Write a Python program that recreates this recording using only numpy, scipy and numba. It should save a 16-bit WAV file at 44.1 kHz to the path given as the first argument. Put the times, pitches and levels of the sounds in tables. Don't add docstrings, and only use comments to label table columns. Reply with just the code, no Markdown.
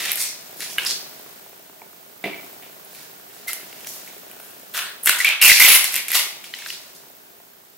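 import sys
import numpy as np
from scipy import signal
from scipy.fft import rfft, irfft, next_fast_len
from scipy.io import wavfile
from scipy.ndimage import uniform_filter1d
from numba import njit

SR = 44100
rng = np.random.default_rng(int(sys.argv[2]) if len(sys.argv) > 2 else 0)


def decibels_to_gain(level_db):
    exponent = np.asarray(level_db, float) / 20
    return 10 ** exponent


def int16_out(signal):
    q = np.round(np.clip(np.atleast_2d(signal).T, -1, 1) * 32767)
    wavfile.write(sys.argv[1], SR, q.astype(np.int16))


N = 342657

# time in seconds, hiss floor in dB, left minus right in dB.
GAIN = [(0.0, -43, -1), (0.3, -50.5, 0.5), (0.8, -45.5, -1.5), (1.08, -47.5, 0), (1.64, -52.5, -1),
        (2.25, -52, -2.5), (2.42, -47, 0), (2.7, -50, -1), (3.4, -50, -1), (3.85, -47.5, -0.6),
        (4.8, -50.5, 0), (5.28, -51.5, -1), (5.5, -64.5, -0.5), (5.91, -51.5, 0.0), (7.01, -52.5, -0.5),
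        (7.77, -56.5, -1)]
# frequency in Hz, density in dB per Hz.
HISS = [(24, -74.5), (40, -37), (161, -11.5), (330, -12.5), (401, -7), (450, -12.5), (522, -18), (632, -9),
        (679, -10), (823, -16), (1330, -20), (1430, -16.5), (1910, -20), (2150, -20), (12400, -22),
        (16100, -38.5), (22000, -120)]
# frequency in Hz, side minus mid in dB.
HISS_SIDE = [(60, 4), (110, -9), (200, -4), (380, -0.5), (700, 2), (1290, 4.5), (2380, 2.5), (4400, -0.5),
             (8120, -2.5), (15000, 4.5)]
# centre in Hz, width in Hz, level in dB.
WHINE = [(13030, 450, -2.5), (14600, 900, -9.5), (15600, 500, -2.5)]
# frequency in Hz, side minus mid in dB.
ROOM_SIDE = [(110, -14.5), (700, -15), (1300, -11), (2400, -11.5), (4400, -4.5), (6200, -3), (8000, -9),
             (15000, -13.5)]
# start in seconds, peak in dB, wall ring against thud in dB, ring time factor.
KNOCKS = [
    (1.8179, -40.5, -10, 0.13),
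    (2.2405, -18, 6, 0.35),
    (2.257, -19, -4, 0.32),
    (2.276, -21.5, 1.5, 0.31),
    (2.302, -38, 4, 0.4),
]
# frequency in Hz, level in dB, T60 in seconds.
THUD_MODES = [(210, -6.5, 0.073), (292, 2, 0.048), (388, 1, 0.14), (536, -9, 0.11), (685, 0.5, 0.065),
              (867, -1.5, 0.026)]
# frequency in Hz, level in dB, T60 in seconds.
WALL_MODES = [(2080, -31, .05), (2300, -4, 0.13), (2450, -14, .05), (2650, -6.5, 0.044), (3480, -13, 0.042)]
# start in seconds, swell in seconds, peak in dB, pitch in Hz, T60 in seconds.
WALL_NOTES = [(1.8175, 0.001, -33.5, 900, 0.032), (1.8172, 0.00093, -33.5, 2300, 0.014),
              (2.32, 0.018, -31.5, 2300, 0.1), (2.372, .022, -36, 2300, .04),
              (2.2395, .002, -23, 690, 0.056), (5.201, .003, -10, 1990, .03),
              (5.21, .003, -14, 2130, 0.035), (5.2455, .003, -6, 2280, 0.04),
              (5.273, 0.0055, -9.5, 2393, 0.055), (5.299, .002, -14.5, 2300, 0.022),
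              (5.321, .004, -14, 2580, 0.025), (5.418, 0.003, -10, 2650, .03),
              (6.538, .001, -25.5, 4100, 0.015), (6.538, 0.0011, -23, 1970, 0.015),
              (6.538, 0.0012, -23, 3020, 0.017), (6.6599, 0.0016, -27, 1590, 0.016),
              (6.7022, .001, -24, 2850, 0.02), (5.647, 0.0054, -6.5, 2060, .05),
              (5.612, 0.0046, -5, 2050, 0.074), (5.708, .005, -10, 2300, 0.035),
              (2.2405, 0.00092, -29, 3600, 0.022), (2.241, 0.0031, -23, 2050, 0.065),
              (2.258, 0.0018, -33, 3500, 0.027), (.7826, 0.002, -11, 2930, 0.03),
              (.7822, 0.0021, -13, 1640, 0.025), (5.254, .002, -19, 3500, .03),
              (5.31, .003, -23.5, 2300, .03), (5.289, .001, -17.5, 3100, 0.014),
              (3.472, .014, -23, 2080, .09), (3.4945, .002, -28, 1350, .025), (5.497, .002, 1, 2150, .018),
              (5.5165, .0015, 0, 2000, .016), (5.602, .002, -3, 2100, .025), (5.648, .002, 1, 2250, .016),
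              (5.759, .003, -8, 2100, .03), (.8632, .001, -13, 5000, .025), (.7835, .001, -14, 2200, .03)]
# start in seconds, peak in dB, centre in Hz.
FIBRE_TICKS = [(.0107, -19, 9000), (.0586, -14.5, 8000), (.133, -9, 14000), (0.161, -15, 12500),
               (.174, -11, 10500), (.5812, -28, 12000), (0.6056, -16.5, 9500), (0.834, -18, 8500),
               (0.85, -11.5, 10000), (0.8727, -12, 10000), (0.9107, -15, 9000), (0.9174, -15, 5200),
               (2.4473, -29.5, 12000), (2.4627, -34, 12000), (2.539, -31, 12000), (3.0472, -35, 11000),
               (3.533, -8, 11500), (4.063, -30, 10500), (4.1812, -33, 12000), (4.4024, -29.5, 13000),
               (4.5965, -29, 12000), (4.7284, -31, 11000), (4.74, -22, 13000), (5.0479, -15, 12500),
               (5.054, -13.5, 10500), (5.0556, -17, 10500), (5.0613, -4, 11000), (5.0748, -1.5, 11500),
               (5.0758, -4, 11000), (5.0965, -2.5, 10000), (5.1613, -14, 9000), (5.1866, -13, 9500),
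               (5.249, -8, 7500), (5.26, -13, 10500), (5.2908, -10, 8000), (5.5496, -5, 9500),
               (5.571, -5, 12000), (5.581, -3.5, 12000), (5.811, -8, 11500), (5.844, -1.5, 10500),
               (5.9285, -14, 12000), (5.9345, -15, 12000), (5.942, -4, 12500), (5.957, -2, 12500),
               (5.963, 0, 12500), (5.979, -9, 12500), (5.9842, -12.5, 11500), (6.0832, -11.5, 11500),
               (6.0876, -13.5, 10500), (6.105, -11, 10500), (6.1286, -10, 10500), (6.675, -20.5, 12500),
               (6.7268, -23, 8000)]
# start in seconds, peak in dB, foil against cup crack in dB, ring in Hz.
PICK_SNAPS = [(0.0572, -18, -2, 2480), (0.117, -7.5, 10.5, 2730), (.1314, -15, 6, 2910),
              (0.1569, -9.5, 14, 3000), (.1734, -18, 1, 1970), (.5691, -30, 11, 4190), (.605, -27, 1, 2040),
              (0.7826, -11, -3, 2600), (0.85, -18, 2, 2310), (0.8662, -15, -3, 5600),
              (0.917, -31.5, 15, 4930), (2.6246, -34, -4, 2300), (2.8489, -32, 20, 2120),
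              (2.949, -29, 1, 2700), (3.5314, -13, 9, 2030), (3.6115, -32, -11, 2300),
              (3.7274, -30, -10.5, 2540), (3.8066, -30, -1, 2680), (3.846, -27, -4, 2650),
              (3.87, -22.5, -3, 6200), (4.076, -29, -5, 2220), (4.313, -29.5, 3, 2400),
              (4.3997, -29.5, 3, 1460), (4.5061, -31, 6, 1390), (5.031, -24.5, 26, 1750),
              (5.035, -15, 23, 1600), (5.0434, -18.5, 21, 1640), (3.508, -27, -6, 2050),
              (6.441, -26.5, -6, 3060)]
PEEL_SNAPS = [(5.059, 0, 18, 1560), (5.0724, 1, -3.5, 1900), (5.0935, 2.5, -1.5, 1660),
              (5.203, -17, -14, 2000), (5.2455, -5, 3, 1900), (5.289, -13, -4.5, 2260),
              (5.4151, -4, 1, 2650), (5.499, 1, -9, 2120), (5.5166, 1.5, -4.5, 2140),
              (5.5713, -5.5, -7, 2320), (5.5795, -7, -2, 2250), (5.5985, 4.5, 5.5, 2104),
              (5.622, 5, -2, 2150), (5.8105, -16.5, -6.5, 2000), (5.8416, -2, 5, 2280),
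              (5.9224, -15, 9.5, 2320), (5.9326, -16, 3.5, 2450), (5.9415, -13, 6, 2370),
              (5.956, -9.5, 3, 2290), (5.9624, -9.5, 2.5, 2270), (5.978, -17, 3, 2130),
              (6.083, -13.5, 1, 2315), (6.104, -17.5, -1, 2500), (6.117, -6.5, 6.5, 2220),
              (6.538, -24.5, -15.5, 3140), (6.5875, -27, -6, 2090), (6.6214, -26.5, -14, 2140),
              (6.6605, -22, -23, 1730), (6.684, -27, -0.2, 4970), (6.7025, -19, -7, 2820),
              (5.549, -14, 6.5, 2300), (5.562, -15, 4, 2200), (5.588, -7, 6, 2210), (5.462, 1, -4.5, 2080),
              (5.48, 1.5, 1.5, 2300), (5.432, 2.5, 3, 2630), (6.548, -27.5, -10, 5050)]
# time in seconds, level in dB.
FINGERS = [(0, -46.5), (.5, -54.5), (1.1, -53.5), (1.6, -61), (2.2, -73.5), (2.45, -62), (2.8, -66.5),
           (3.0, -48.5), (3.22, -68.5), (3.36, -54.5), (3.7, -52), (4.05, -48.5), (4.2, -57.5),
           (4.45, -58.5), (4.72, -59), (6.85, -53), (7.3, -72.5), (7.77, -66)]
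# start in seconds, hold in seconds, level in dB, cup resonance in Hz,
# grip (wall note against broad rustle) in dB.
CUP_STROKES = [(0, .11, -27.5, 2160, -6), (0.182, .06, -30.5, 2450, -6), (0.606, .02, -31.5, 2180, -4.5),
               (0.782, .006, -28.5, 2180, -8), (0.792, 0.05, -32, 2100, -9), (1.82, .005, -49.5, 880, 11),
               (2.243, 0.013, -31, 2250, 2.5), (2.322, .03, -43.5, 2280, 4), (2.628, .01, -47.5, 2130, -8),
               (3.48, 0.017, -38, 2100, 6), (4.752, .06, -28.5, 2300, -2.5),
               (5.072, 0.024, -18.5, 1672, -6.5), (5.11, .04, -31, 4000, -3), (5.2, .016, -23, 1950, 9),
               (5.25, 0.0083, -20, 2400, 4), (5.262, 0.065, -22, 2300, 0), (5.419, 0.032, -12, 2650, 3.5),
               (5.4, .008, -24, 2340, 2.5), (5.555, .025, -25.5, 2350, -6), (5.601, 0.15, -13, 2150, -4),
               (5.784, .03, -27.5, 2210, -5), (5.943, .035, -26, 2300, -4), (6.094, .015, -33, 2340, -4.5),
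               (6.147, 0.018, -17.5, 2300, -10.5), (6.44, .005, -45.5, 2160, 3), (6.54, .02, -41, 2300, -8)]
MORE_CUP_STROKES = [(6.59, .06, -40, 2500, -8), (6.445, .03, -46, 3100, 0), (6.665, 0.04, -42, 2700, -8),
                    (5.845, .01, -29.5, 2700, -8), (6.128, .015, -24, 2140, 2), (4.741, .01, -34, 2600, -11.5),
                    (4.84, .05, -37.5, 3300, -10.5), (3.49, .01, -34.5, 2160, -11), (5.222, .02, -30, 2100, 1.5),
                    (5.46, 0.038, -11.5, 2420, -2.5), (0.67, 0.062, -44.5, 3900, -13),
                    (3.3, 0.0084, -52.5, 2000, -12)]
# start in seconds, rise in seconds, hold in seconds, level in dB,
# foil hiss against sheet rustle in dB.
LID_STROKES = [(0, .01, 0.12, -34, -2), (0.188, 0.045, 0.036, -25.5, -0.5), (0.605, 0.03, 0.035, -34, -6.5),
               (0.787, .005, 0.045, -38, -3), (0.862, .01, 0.048, -28.5, -9.5), (2.24, .005, .01, -50, 7),
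               (2.923, .06, 0.031, -52.5, 4), (3.48, 0.008, 0.0098, -34, 3), (3.869, 0.011, 0.025, -44, 9),
               (3.938, .03, 0.023, -49, 9.5), (4.751, 0.024, 0.028, -30.5, 0.5),
               (5.031, 0.005, 0.012, -53.5, 20), (5.072, 0.008, 0.023, -25, 0), (5.1, .01, .03, -50, 12),
               (5.054, .003, .015, -45, 19), (5.186, .006, 0.018, -26, -3),
               (5.418, 0.0071, 0.075, -14.5, 2.5), (5.503, .01, 0.059, -21, -4.5),
               (5.598, .003, 0.051, -15, 2), (5.681, 0.03, 0.072, -18, 7), (5.794, 0.011, 0.025, -34, -4),
               (5.937, 0.05, 0.04, -32.5, -2), (6.088, 0.0054, 0.01, -33, -1),
               (6.146, 0.038, 0.014, -19.5, 0), (6.44, .004, 0.0082, -43, -5),
               (6.684, 0.087, 0.05, -42, -3)]
MORE_LID_STROKES = [(6.54, .004, 0.12, -44.5, -16), (5.25, .004, 0.045, -33, -1), (6.95, .01, .01, -49.5, -4),
                    (5.845, .004, 0.0075, -27, -4.5), (0.69, .03, 0.043, -39, -4), (.57, .004, .03, -50, 6),
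                    (4.4, .004, .08, -59.5, 11), (3.33, .02, .03, -56.5, 2)]
# start in seconds, hold in seconds, level in dB.
RIM_STROKES = [(4.748, 0.055, -29), (4.86, 0.1, -56), (.784, 0.05, -33), (5.247, .075, -28),
               (4.3, 0.22, -54.5), (5.08, .07, -25.5), (5.42, .04, -22), (5.6, .15, -21), (5.8, .1, -41)]
# start in seconds, rise in seconds, hold in seconds,
# level in dB, band centre in Hz.
FLAP_STROKES = [(.19, .04, .04, -31, 8600), (0.605, .02, 0.022, -40, 9200), (.59, .015, .02, -44, 15000),
                (0.859, .01, 0.052, -30, 4800), (.26, .03, .04, -40, 4800), (3.867, .008, 0.017, -46, 6400),
                (4.74, .01, 0.027, -34, 13500), (4.803, .03, 0.044, -44, 7600),
                (5.031, .004, .012, -37, 9500), (5.067, .006, .004, -28, 7800),
                (5.419, .005, 0.06, -19.5, 3300), (5.509, .01, 0.048, -23.5, 4900),
                (5.597, .003, .06, -17, 11800), (5.68, .02, .06, -19, 10800), (6.135, .02, .03, -25, 11500),
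                (6.69, .06, 0.063, -40, 4200), (6.65, .02, .02, -47, 13500),
                (3.473, .008, 0.014, -38, 11500)]
# frequency in Hz, level in dB.
FOIL = [(4000, -30.5), (7000, -19.5), (8600, -6), (10400, 1.5), (11800, -.5), (13100, 2.5), (14500, 1.5),
        (17000, -2)]

CONTROL_STEP = 16
CUP_RISE_S, RISE_DB = 0.011, 28.5
CUP_FADE_DB_S, LID_FADE_DB_S = 160, 166.5
STEADY_S = 0.053
RIM_HZ = 1480
SMALL_HZ, WALL_TOP_HZ = 1350, 4550


def level(x, db=0):
    return x * decibels_to_gain(db) / np.sqrt(np.mean(x ** 2))


def curve(table):
    s, *columns = np.transpose(table)
    return [np.interp(np.arange(N) / SR, s, c) for c in columns]


def to_samples(control):
    return np.interp(np.arange(N), np.arange(0, N, CONTROL_STEP), control)


@njit
def svf(x, hz, width):
    y, b, l = np.empty(len(x)), 0., 0.
    for i in range(len(x)):
        g, k = np.tan(np.pi * hz[i] / SR), width / hz[i]
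        v = (b + g * (x[i] - l)) / (1 + g * (g + k))
        b, l, y[i] = 2 * v - b, l + 2 * g * v, k * v
    return y


def band(x, hz, width_hz):
    hz = np.clip(hz + np.zeros(len(x)), 50, 18000)
    return svf(svf(x, hz, 1. * width_hz), hz, 1. * width_hz)


def butter(x, order, hz, kind):
    return signal.sosfilt(signal.butter(order, hz, kind, fs=SR, output="sos"), x)


def colour(x, table):
    hz, db = np.transpose(table)
    size = next_fast_len(len(x))
    f = np.fft.rfftfreq(size, 1 / SR) + 1
    return irfft(rfft(x, size) * decibels_to_gain(np.interp(np.log(f), np.log(hz), db)), size)[:len(x)]


def decay(t, t60):
    return np.exp(-np.log(1000) * t / t60)


def ring(hz, t60, seconds):
    t = np.arange(int(seconds * SR)) / SR
    return np.sin(2 * np.pi * hz * t) * decay(t, t60)


def add(out, s, sound, peak_db):
    i = int(s * SR)
    sound = sound * decibels_to_gain(peak_db) / np.abs(sound).max()
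    out[i:i + len(sound)] += sound[:len(out) - i]


def camera(floor_db):
    t = np.arange(N) / SR
    field_hz, tick_s, thump_s = 59.94, .0101, .0285
    mid, side = (colour(rng.standard_normal(N), HISS) for _ in range(2))
    unit = np.std(band(mid, 450, 1100))
    mid, side = mid / unit, colour(side, HISS_SIDE) / unit
    field_phase = ((t - tick_s) * field_hz + .5) % 1 - .5
    tick = np.exp(-field_phase ** 2 / (.0008 * field_hz) ** 2)
    frame_phase = (t - thump_s) * field_hz / 2 % 1
    push = np.exp(-frame_phase / (.003 * field_hz / 2)) * rng.standard_normal(N)
    housing = level(band(push, 520, 650)) + level(band(push, 800, 1600), -3)
    mid = mid + level(housing, -1.5)
    out = []
    for hiss in (mid + side, mid - side):
        noise = rng.standard_normal(N)
        whine = sum(level(band(noise, hz, width_hz), db) for hz, width_hz, db in WHINE)
        whine = whine + level(band(noise, 14500, 4000), 3)
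        out.append(hiss + level(whine * (1 + 2.6 * tick), 7.6))
    return decibels_to_gain(floor_db - 4.5) * np.array(out)


def room(x):
    t60_s, treble_t60_s, direct_share = 0.61, 0.34, 0.7
    t = np.arange(int(.7 * SR)) / SR
    split = signal.butter(1, 3500, fs=SR)
    mid, side = rng.standard_normal((2, len(t)))
    side = colour(side, ROOM_SIDE) * decibels_to_gain(9.0)
    out = []
    for noise in (mid + side, mid - side):
        low = signal.lfilter(*split, noise)
        tail = low * decay(t, t60_s) / np.sqrt(t60_s)
        tail = tail + (noise - low) * decay(t, treble_t60_s) / np.sqrt(treble_t60_s)
        tail = tail * np.sqrt((1 - direct_share) * 2 * np.log(1000) / SR)
        out.append(np.sqrt(direct_share) * x + signal.fftconvolve(x, tail)[:N])
    return np.array(out)


def knocks():
    out = np.zeros(N)
    strengths = decibels_to_gain(1.7 * rng.standard_normal((len(KNOCKS), len(THUD_MODES))))
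    for (s, peak_db, wall_db, stay), strength in zip(KNOCKS, strengths):
        thud = sum(g * decibels_to_gain(db) * ring(hz, t60, .3) for (hz, db, t60), g in zip(THUD_MODES, strength))
        wall = sum(decibels_to_gain(db + wall_db) * ring(hz, t60 * stay, .3) for hz, db, t60 in WALL_MODES)
        thud = thud * np.minimum(np.arange(len(thud)) / SR / 0.0018, 1)
        add(out, s, thud + wall, peak_db)
    return out


def wall_notes():
    out = np.zeros(N)
    waver = rng.standard_normal((len(WALL_NOTES), 8000))
    t = np.arange(8000) / SR
    for (s, swell, peak_db, hz, t60), w in zip(WALL_NOTES, waver):
        shape = np.minimum(t / swell, 1) * decay(np.maximum(t - swell, 0), t60)
        gain = decibels_to_gain(peak_db + 1.6 * level(uniform_filter1d(w, size=120)))
        note = gain * shape * np.sin(2 * np.pi * hz * t)
        i = int(s * SR)
        out[i:i + len(note)] += note[:N - i]
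    return out


def fibre_ticks():
    out = np.zeros(N)
    t60_s, length_s = .0011, .01
    for s, peak_db, hz in FIBRE_TICKS:
        sound = ring(hz, t60_s, length_s)
        sound = sound + .6 * ring(0.79 * hz, t60_s, length_s) - 0.66 * ring(1.1 * hz, t60_s, length_s)
        add(out, s, sound, peak_db)
    return out


def snaps():
    out = np.zeros(N)
    rows = PICK_SNAPS + PEEL_SNAPS
    cracks = rng.standard_normal((len(rows), 900))
    t = np.arange(900) / SR
    short, long = (np.minimum(t / 0.00011, 1) * np.exp(-(t / s) ** 2 / 2) for s in (.0013, .0024))
    for (s, peak_db, foil_db, hz), crack in zip(rows, cracks):
        wall = level(band(crack * long, hz, 860)) + level(band(crack * long, 2550, 2100), -1.1)
        bright = band(band(crack * short, 11800, 11000), 11800, 11000)
        add(out, s, level(wall) + level(bright, foil_db), peak_db)
    return out


def slips(per_s, spread_db, patchy_db):
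    hit = rng.random(N) < per_s / SR
    size = np.minimum(decibels_to_gain(spread_db * rng.exponential(size=N)), 5) * np.sign(rng.standard_normal(N))
    flurry = level(uniform_filter1d(uniform_filter1d(rng.standard_normal(N), size=130), size=130))
    return hit * size * decibels_to_gain(patchy_db * flurry)


def stroke(s, rise, hold, db, fade_db_s):
    t = np.arange(0, N, CONTROL_STEP) / SR - s
    fall = np.maximum(t - hold, 0) * fade_db_s * (1 + hold / STEADY_S)
    return decibels_to_gain(2 * (db - fall + np.minimum(t, 0) / rise * RISE_DB))


def squeak_share(grip_db):
    return np.clip((grip_db - 2.5) / 7, 0, 1)


def cup_gestures(fingers):
    cup_p, cup_hz, grip = fingers, fingers * 1930, fingers * -11.5
    body_p = fingers * decibels_to_gain(2 * -11)
    for s, hold, db, hz, grip_db in CUP_STROKES + MORE_CUP_STROKES:
        stop = 1 + 3 * squeak_share(grip_db)
        p = stroke(s, CUP_RISE_S, hold, db, CUP_FADE_DB_S * stop)
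        cup_p, cup_hz, grip = cup_p + p, cup_hz + p * hz, grip + p * grip_db
        body_p = body_p + p * decibels_to_gain(2 * (-25 - grip_db))
    for s, db, *_ in KNOCKS:
        body_p = body_p + stroke(s, CUP_RISE_S, 0, db - 26.5, CUP_FADE_DB_S)
    return [to_samples(c) for c in (cup_p, cup_hz / cup_p, grip / cup_p, body_p)]


def lid_gestures(fingers):
    sheet_p, foil_p = fingers, fingers * decibels_to_gain(2 * -7)
    for s, rise, hold, db, foil_db in LID_STROKES + MORE_LID_STROKES:
        p = stroke(s, rise, hold, db, LID_FADE_DB_S)
        sheet_p, foil_p = sheet_p + p, foil_p + p * decibels_to_gain(2 * foil_db)
    return to_samples(sheet_p), to_samples(foil_p)


def rim_rub(grit):
    power = sum(stroke(s, CUP_RISE_S, hold, db, CUP_FADE_DB_S / 2) for s, hold, db in RIM_STROKES)
    return np.sqrt(to_samples(power)) * level(band(grit, RIM_HZ, 1150))


def flap(grit):
    powers = [stroke(*row[:4], LID_FADE_DB_S) + 1e-14 for row in FLAP_STROKES]
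    power = sum(powers)
    hz = sum(p * row[-1] for p, row in zip(powers, FLAP_STROKES)) / power
    return np.sqrt(to_samples(power)) * level(band(grit, to_samples(hz), 3400))


def cup_wall(grit, hz, grip):
    bend = level(uniform_filter1d(uniform_filter1d(grit, size=900), size=900))
    hz = hz * (1 + .025 * bend)
    note, rim = decibels_to_gain(grip), decibels_to_gain(-15.5 - 0.52 * grip)
    squeak = squeak_share(grip)
    tight = np.sqrt(1 - squeak) * level(band(grit, hz, 850))
    tight = tight + np.sqrt(squeak) * level(band(grit, hz, 330))
    broad = level(band(grit, 1.194 * hz, 1840))
    wall = note * tight + rim * level(band(grit, RIM_HZ, 910)) + broad
    wall = butter(wall / np.sqrt(1 + note ** 2 + rim ** 2), 4, SMALL_HZ, "high")
    return butter(wall, 4, WALL_TOP_HZ, "low")


def peel():
    fingers = decibels_to_gain(2 * curve(FINGERS)[0][::CONTROL_STEP])
    cup_p, cup_hz, grip, body_p = cup_gestures(fingers)
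    sheet_p, foil_p = lid_gestures(fingers)
    grit = slips(12000., spread_db=2.4, patchy_db=2.0)
    cup = np.sqrt(cup_p) * level(cup_wall(grit, cup_hz, grip))
    body = np.sqrt(body_p) * level(band(grit, 850, 1000))
    sheet = np.sqrt(sheet_p) * level(butter(band(grit, 5100, 12000), 4, SMALL_HZ, "high"))
    foil = np.sqrt(foil_p) * level(colour(grit, FOIL))
    return flap(grit) + cup + body + sheet + foil + rim_rub(grit)


def scene():
    floor_db, pan_db = curve(GAIN)
    hits, clear = snaps() + knocks() + fibre_ticks(), wall_notes()
    near = room(peel() + 1.03 * hits + decibels_to_gain(-5.5) * clear) + 0.24 * hits + 0.53 * clear
    near = butter(near, 3, 170, "high")
    return (near + camera(floor_db)) * decibels_to_gain(np.array([pan_db, -pan_db]) / 2)


def roll_off(x):
    return signal.sosfilt(signal.butter(12, 16000, fs=SR, output="sos"), x)


def record(dry):
    clipped = np.clip(dry, -.87, .87)
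    heard = signal.sosfilt(signal.ellip(10, .2, 70, 15850, fs=SR, output="sos"), clipped)
    return roll_off(heard)


dry = scene()
out = record(dry)
int16_out(out)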